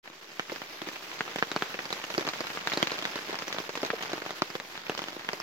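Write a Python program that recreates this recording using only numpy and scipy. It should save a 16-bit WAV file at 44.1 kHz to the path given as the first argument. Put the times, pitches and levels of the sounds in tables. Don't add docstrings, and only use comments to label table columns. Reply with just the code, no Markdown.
import sys
import numpy as np
from scipy import signal
from scipy.fft import rfft, irfft
from scipy.io import wavfile

SR = 44100
rng = np.random.default_rng(int(sys.argv[2]) if len(sys.argv) > 2 else 0)


def invert_db(x):
    u = np.asarray(x, float) / 20
    return 10 ** u


def generate_wav(sig):
    pcm = np.round(np.clip(np.atleast_2d(sig).T, -1, 1) * 32767).astype(np.int16)
    wavfile.write(sys.argv[1], SR, pcm)


N = 239286
START_S = 0.028
RING = 1600

# [t/s, far hiss level/dB, patter level/dB]
RAIN = [
    (0.03, -53.5, -59.5),
    (0.57, -44, -51),
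    (3.0, -43, -43.5),
    (3.74, -44.5, -47.5),
    (4.05, -44, -44.5),
    (4.59, -46, -52),
    (5.42, -46.5, -48),
]

DRIP_TICK_HZ, DRIP_TICK_OCTAVES = 3900, 0.73


def rms_one(x):
    return x / np.sqrt(np.mean(x ** 2, axis=-1, keepdims=True) + 1e-20)


def at_hz(points, hz):
    point_hz, point_db = np.transpose(points)
    return np.interp(np.log(hz), np.log(point_hz), point_db)


def band(x, low_hz, high_hz):
    return signal.sosfilt(signal.butter(2, [low_hz, high_hz], "band", fs=SR, output="sos"), x)


def drift(rate_hz):
    r = np.exp(-80 * np.pi * rate_hz / SR)
    white = rng.standard_normal(N // 40 + 2002)
    slow = signal.lfilter([1], [1, -2 * r, r * r], white)[2000:]
    return np.interp(np.arange(N) / 40, np.arange(len(slow)), rms_one(slow))


def scatter(centre_hz, octaves, count):
    return centre_hz * 2 ** (octaves * (rng.random(count) - 0.5))


def dying(t60):
    return invert_db(-60 * np.arange(RING) / SR / t60)


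def mode(hz, t60):
    return np.sin(2 * np.pi * hz[:, None] * np.arange(RING) / SR) * dying(t60)


def any_spot(count):
    luck = rng.random((count, 4)).T
    modes_hz = [280 * 2.69 ** luck[0], 800 * 3.42 ** luck[1], 2700 * 1.99 ** luck[2]]
    return modes_hz, -12.0 + 11.15 * luck[3]


def either_side(right, left):
    lag_ms = np.repeat([0.17, -0.1], [len(right), len(left)])
    return np.transpose(right + left), lag_ms + 0.06 * (rng.random(len(lag_ms)) - 0.5)


def drops(s, thump_db, slap_db, tick_db, lag_ms, modes_hz, rattle_db):
    thump, slap, tick, loose = (invert_db(db)[:, None] for db in (thump_db, slap_db, tick_db, rattle_db))
    thump_hz, slap_hz, tick_hz = modes_hz
    blow = thump * invert_db(-8.5) * mode(thump_hz, t60=0.05)
    blow = blow + slap * invert_db(10.0) * mode(slap_hz, t60=0.004)
    blow = blow + tick * invert_db(9.5) * mode(tick_hz, t60=0.0061)
    snap_hz = np.sqrt(slap_hz * tick_hz)
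    blow = blow + np.sqrt(slap * tick) * invert_db(3.5) * mode(snap_hz, t60=0.0039)
    knock_hz = np.sqrt(thump_hz * slap_hz)
    blow = blow + np.sqrt(slap * thump) * invert_db(-8.0) * mode(knock_hz, t60=0.018)

    noise = rng.standard_normal((len(s), 3, RING))
    flap = thump * invert_db(2.0) * rms_one(band(noise[:, 0], 297, 573)) * dying(t60=0.032)
    out, echo = np.zeros((2, 2, N + 2 * RING))
    echo_s = 0.0068 * (1 - lag_ms ** 2)
    back = np.round(echo_s * SR).astype(int)[:, None]
    for side, sign in enumerate((1, -1)):
        own = noise[:, 1 + side]
        rattle = slap * invert_db(1.0) * rms_one(band(own, 740, 2720)) * dying(t60=0.058)
        spray = tick * invert_db(-0.3) * rms_one(band(own, 1510, 8000)) * dying(t60=0.093)
        crack = tick * invert_db(8.5) * rms_one(band(own, 5470, 10000)) * dying(t60=0.0032)
        start = np.round((s + sign * lag_ms / 2000) * SR).astype(int)[:, None]
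        at = start + np.arange(RING)
        np.add.at(out[side], at, blow + crack + loose * (flap + rattle + spray))
        np.add.at(echo[side], at + back, blow)
    return (out + invert_db(-15) * band(echo, 155, 7600))[:, :N]


def drips(s, thump_db, slap_db, tick_db, lag_ms, modes_hz):
    rattle_db = -6 - 0.49 * (slap_db + 27.5)
    return drops(s, thump_db, slap_db, tick_db, lag_ms, modes_hz, np.minimum(rattle_db, 0))


def far_rain(patchy_db):
    # [f/Hz, level per Hz/dB]
    hiss_colour = [(25, 8), (70, 5), (130, -62), (330, -1.5), (700, -11), (2000, -4.5), (5000, -10.5),
                   (10000, -5.5), (16000, -22)]
    # [f/Hz, likeness 0..1]
    likeness = [(60, 0), (180, 0.89), (550, 0.74), (1650, 0), (4970, 0.00006), (15000, 0.01)]
    out, together = 0, drift(30.0)
    edges = 25 * 2 ** np.arange(0, 9.6, 0.33)
    white = rng.standard_normal((2, 2, N))
    for k, (low, high) in enumerate(zip(edges, edges[1:])):
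        mid, side = band(white[k % 2], low, high)
        hz = np.sqrt(low * high)
        alike = np.clip(at_hz(likeness, hz), 0, 1)
        flicker_db = patchy_db * (1.28 * together + drift(6.4))
        gain = invert_db(at_hz(hiss_colour, hz) + flicker_db)
        out = out + gain * (np.sqrt(1 + alike) * mid + np.sqrt(1 - alike) * side * [[1], [-1]])
    level_db = np.interp(np.arange(N) / SR, *np.transpose(RAIN)[:2])
    return invert_db(level_db + 2.0) * rms_one(out)


def patter(per_second):
    luck = rng.random((int(per_second * N / SR), 6))
    s = START_S + luck[:, 0] * (N / SR - START_S)
    size_db = np.interp(s, *np.transpose(RAIN)[[0, 2]]) - 1.87 * np.log(np.maximum(luck[:, 1], 0.04))
    thump_db = size_db - 14.0 + 8.1 * (luck[:, 2] - 0.5)
    slap_db = size_db - 0.5 + 6.7 * (luck[:, 3] - 0.5)
    tick_db = size_db - 5.0 + 4.4 * (luck[:, 4] - 0.5)
    lag_ms = 0.66 * (luck[:, 5] - 0.4)
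    return drops(s, thump_db, slap_db, tick_db, lag_ms, *any_spot(count=len(s)))


def large_drops():
    # [t/s, thump level/dB, slap level/dB, tick level/dB]
    right_drops = [(0.0764, -48, -38, -49), (0.4969, -34, -32, -59), (0.8715, -30, -37, -48),
                   (0.9598, -60, -31, -63), (1.116, -65, -33.5, -61), (1.279, -38, -31.5, -45),
                   (1.3855, -40, -33.1, -33), (1.8554, -34, -34, -36), (2.1412, -52.6, -31, -36),
                   (2.269, -30, -33, -29), (2.4697, -49, -31.5, -35), (2.803, -42, -32, -50),
                   (2.9887, -31, -37, -32), (3.0247, -30.5, -37, -31), (3.044, -53, -41, -36),
                   (3.1895, -39, -32, -40), (3.291, -28, -45, -54), (3.3076, -41, -34, -36),
                   (3.344, -54, -28, -42), (3.5046, -38, -34, -48), (3.6019, -31, -30, -38),
                   (4.008, -45, -33, -53), (4.1187, -43, -32, -46), (4.2194, -32, -32.5, -43),
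                   (4.294, -41.5, -36, -43), (4.5023, -43, -34, -39), (4.867, -62, -34, -64),
                   (5.0848, -37, -31.5, -33.5), (5.1663, -29, -36, -54), (5.4016, -46, -29.5, -32)]
    # [t/s, thump level/dB, slap level/dB, tick level/dB]
    left_drops = [(0.0573, -66, -42.5, -72), (0.1002, -39.5, -43, -46), (0.2444, -70, -51, -49),
                  (0.5606, -51, -31, -44), (0.7331, -57, -41, -53), (1.1914, -58, -47, -36),
                  (1.6113, -40, -40, -51), (2.0475, -49.8, -47, -47), (2.3354, -44, -31.5, -33),
                  (2.449, -51, -36, -51), (2.5021, -56, -31.5, -49), (2.7196, -42, -26, -41),
                  (2.907, -42, -32, -39), (2.942, -40, -40, -37), (2.9832, -39, -33, -43),
                  (3.0727, -40, -36, -43), (3.0843, -49, -45, -46), (3.355, -48, -31, -38),
                  (3.389, -55, -31.5, -31), (3.6926, -30.5, -31, -35.5), (3.754, -34, -32, -33),
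                  (3.8176, -52.9, -38, -32), (3.863, -57, -34, -33), (4.1794, -41, -30.5, -54),
                  (4.7533, -58, -36, -55), (4.7766, -63, -34.5, -37), (4.95, -57, -33, -34.5),
                  (4.977, -30, -38, -30), (5.04, -54, -34, -32.5), (5.1299, -54, -38, -40.5)]
    columns, lag_ms = either_side(right_drops, left_drops)
    return drops(*columns, lag_ms, *any_spot(count=len(lag_ms)))


def overhead():
    # [t/s, slap level/dB, slap f/Hz, tick level/dB, tick f/Hz]
    overhead_drips = [
        (1.5162, -27, 1610, -28.5, 3800),
        (1.563, -18, 1080, -29, 4370),
        (1.623, -19.5, 1530, -29, 3200),
        (2.276, -24.5, 1170, -33, 6500),
        (2.736, -26.5, 930, -24, 3940),
        (2.774, -21, 710, -24.5, 4210),
        (3.4808, -31.5, 1920, -31.5, 5970),
        (4.6, -31.5, 2020, -38, 3700),
        (4.8966, -22.5, 754, -27.5, 2770),
    ]
    s, slap_db, slap_hz, tick_db, tick_hz = np.transpose(overhead_drips)
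    thump_hz = scatter(382, octaves=0.43, count=len(s))
    lag_ms = np.full(len(s), 0.03)
    return drips(s, slap_db - 3, slap_db, tick_db, lag_ms, [thump_hz, slap_hz, tick_hz])


def slaps():
    # [t/s, thump level/dB, slap level/dB, tick level/dB, slap f/Hz]
    right_slaps = [(0.3961, -30.5, -22, -32, 1550), (0.6183, -40, -31, -41, 1220),
                   (1.3597, -27.5, -26, -30.5, 740), (1.3905, -48, -31.5, -43, 1930),
                   (1.4258, -22, -13.5, -46, 1490), (1.7429, -28, -33, -38, 2360),
                   (1.7904, -32, -27, -45, 1890), (1.9275, -33, -26.5, -25, 1330),
                   (2.1492, -31, -33, -35, 1850), (2.225, -48.8, -32, -49, 1360),
                   (2.727, -53, -33, -32, 2370), (3.0532, -40, -23, -28, 2000),
                   (3.5646, -34, -34, -54, 1410), (3.5272, -52, -30, -29.5, 2150),
                   (3.5852, -27, -25.5, -29.5, 1150), (4.0253, -61, -35, -31, 1150),
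                   (4.2629, -30, -30, -34, 1090), (4.4207, -17.5, -16, -25.5, 1220),
                   (4.5533, -26, -26.5, -32, 1250), (4.0345, -51, -32, -35, 1400),
                   (4.9189, -32, -35, -41, 1440), (4.992, -43, -27, -34, 1330)]
    # [t/s, thump level/dB, slap level/dB, tick level/dB, slap f/Hz]
    left_slaps = [
        (1.2076, -27, -19, -37, 1620),
        (2.04, -38, -32, -34, 1390),
        (2.2887, -54, -26.5, -25.5, 1290),
        (2.5733, -36, -27, -56, 1210),
        (2.6732, -47, -20, -25.5, 1610),
        (2.6988, -54, -38, -34, 2530),
        (2.8722, -24.5, -24.5, -28, 2500),
        (3.422, -33, -33.5, -35, 1570),
        (3.9033, -41, -19.5, -48, 1590),
        (5.2895, -50, -20.5, -33.5, 1910),
    ]
    (s, thump_db, slap_db, tick_db, slap_hz), lag_ms = either_side(right_slaps, left_slaps)
    thump_hz = scatter(442, octaves=0.73, count=len(s))
    tick_hz = scatter(4180, octaves=0.28, count=len(s)) * 2 ** (0.05 * (tick_db + 24.0))
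    return drips(s, thump_db, slap_db, tick_db, lag_ms, [thump_hz, slap_hz, tick_hz])


def thuds():
    # [t/s, thump level/dB, thump f/Hz, slap level/dB, lag of left behind right/ms]
    slack_drips = [(0.5192, -29, 338, -38, 0.23), (0.8179, -28.5, 320, -32.5, 0.34),
                   (0.8874, -36, 590, -35, 0.29), (1.905, -29, 637, -31.5, 0.36),
                   (2.1036, -29.5, 458, -32.5, 0.16), (2.1798, -13, 365, -22.5, 0.26),
                   (2.1955, -34, 458, -33.5, 0.22), (2.2094, -24.5, 426, -32, 0.33),
                   (2.2504, -29.5, 434, -34.5, 0.24), (2.4062, -22, 364, -27.5, -0.15),
                   (2.828, -15, 340, -16.5, -0.37), (2.9185, -27.5, 332, -26.5, -0.27),
                   (3.1577, -26.5, 336, -28.5, 0.091), (3.329, -29, 654, -35, 0.35),
                   (3.5454, -28.5, 400, -34, 0.041), (3.7745, -28, 484, -31.5, 0.16),
                   (3.8311, -14, 530, -29, 0.11), (3.8496, -26, 665, -29, 0.34),
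                   (3.9319, -21, 467, -55, -0.045), (4.0962, -31, 348, -43, 0.37),
                   (4.1326, -22, 357, -29, 0.17), (4.307, -28.5, 670, -31, 0.076),
                   (5.019, -31.5, 327, -32, 0.16), (5.3324, -25.5, 540, -30.5, 0.3)]
    s, thump_db, thump_hz, slap_db, lag_ms = np.transpose(slack_drips)
    slap_hz = scatter(1250, octaves=0.99, count=len(s))
    tick_hz = scatter(DRIP_TICK_HZ, DRIP_TICK_OCTAVES, count=len(s))
    return drips(s, thump_db, slap_db, slap_db - 2.5, lag_ms, [thump_hz, slap_hz, tick_hz])


def scene():
    rain = far_rain(patchy_db=1.5) + patter(per_second=420)
    return rain + large_drops() + overhead() + slaps() + thuds()


def roll_off(x):
    return signal.sosfilt(signal.butter(12, 16990, fs=SR, output="sos"), x)


def record(dry):
    # [f/Hz, level/dB]
    mic_colour = [(5000, 0), (6300, -3.5), (7300, -9.5), (8500, -21), (9600, -20.5), (11000, -15.5),
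                  (12300, -8), (15500, -3.5)]
    # [f/Hz, left minus right level/dB]
    port_difference = [(60, -0.5), (150, 1), (380, -0.5), (950, 0.0), (2380, -0.5), (5980, -4.5),
                       (15000, 0.5)]
    hz = np.maximum(np.fft.rfftfreq(N, 1 / SR), 1)
    colour_db = at_hz(mic_colour, hz) + at_hz(port_difference, hz) * np.array([[0.5], [-0.5]])
    x = irfft(rfft(dry) * invert_db(colour_db) * (hz < 15850), N)
    bass_cut = signal.butter(4, 135, "high", fs=SR, output="sos")
    x = signal.sosfilt(bass_cut, x) + invert_db(-33.0) * band(x, 14, 61)
    rumble = [[1, 0.67], [1, -0.65]] @ rng.standard_normal((2, N))
    x = x + invert_db(-90.0) * rms_one(band(rumble, 11, 67)) - 0.0005
    x = x * np.clip((np.arange(N) / SR - START_S) / 0.022, 0, 1)
    return roll_off(x)


dry = scene()
out = record(dry)
generate_wav(out)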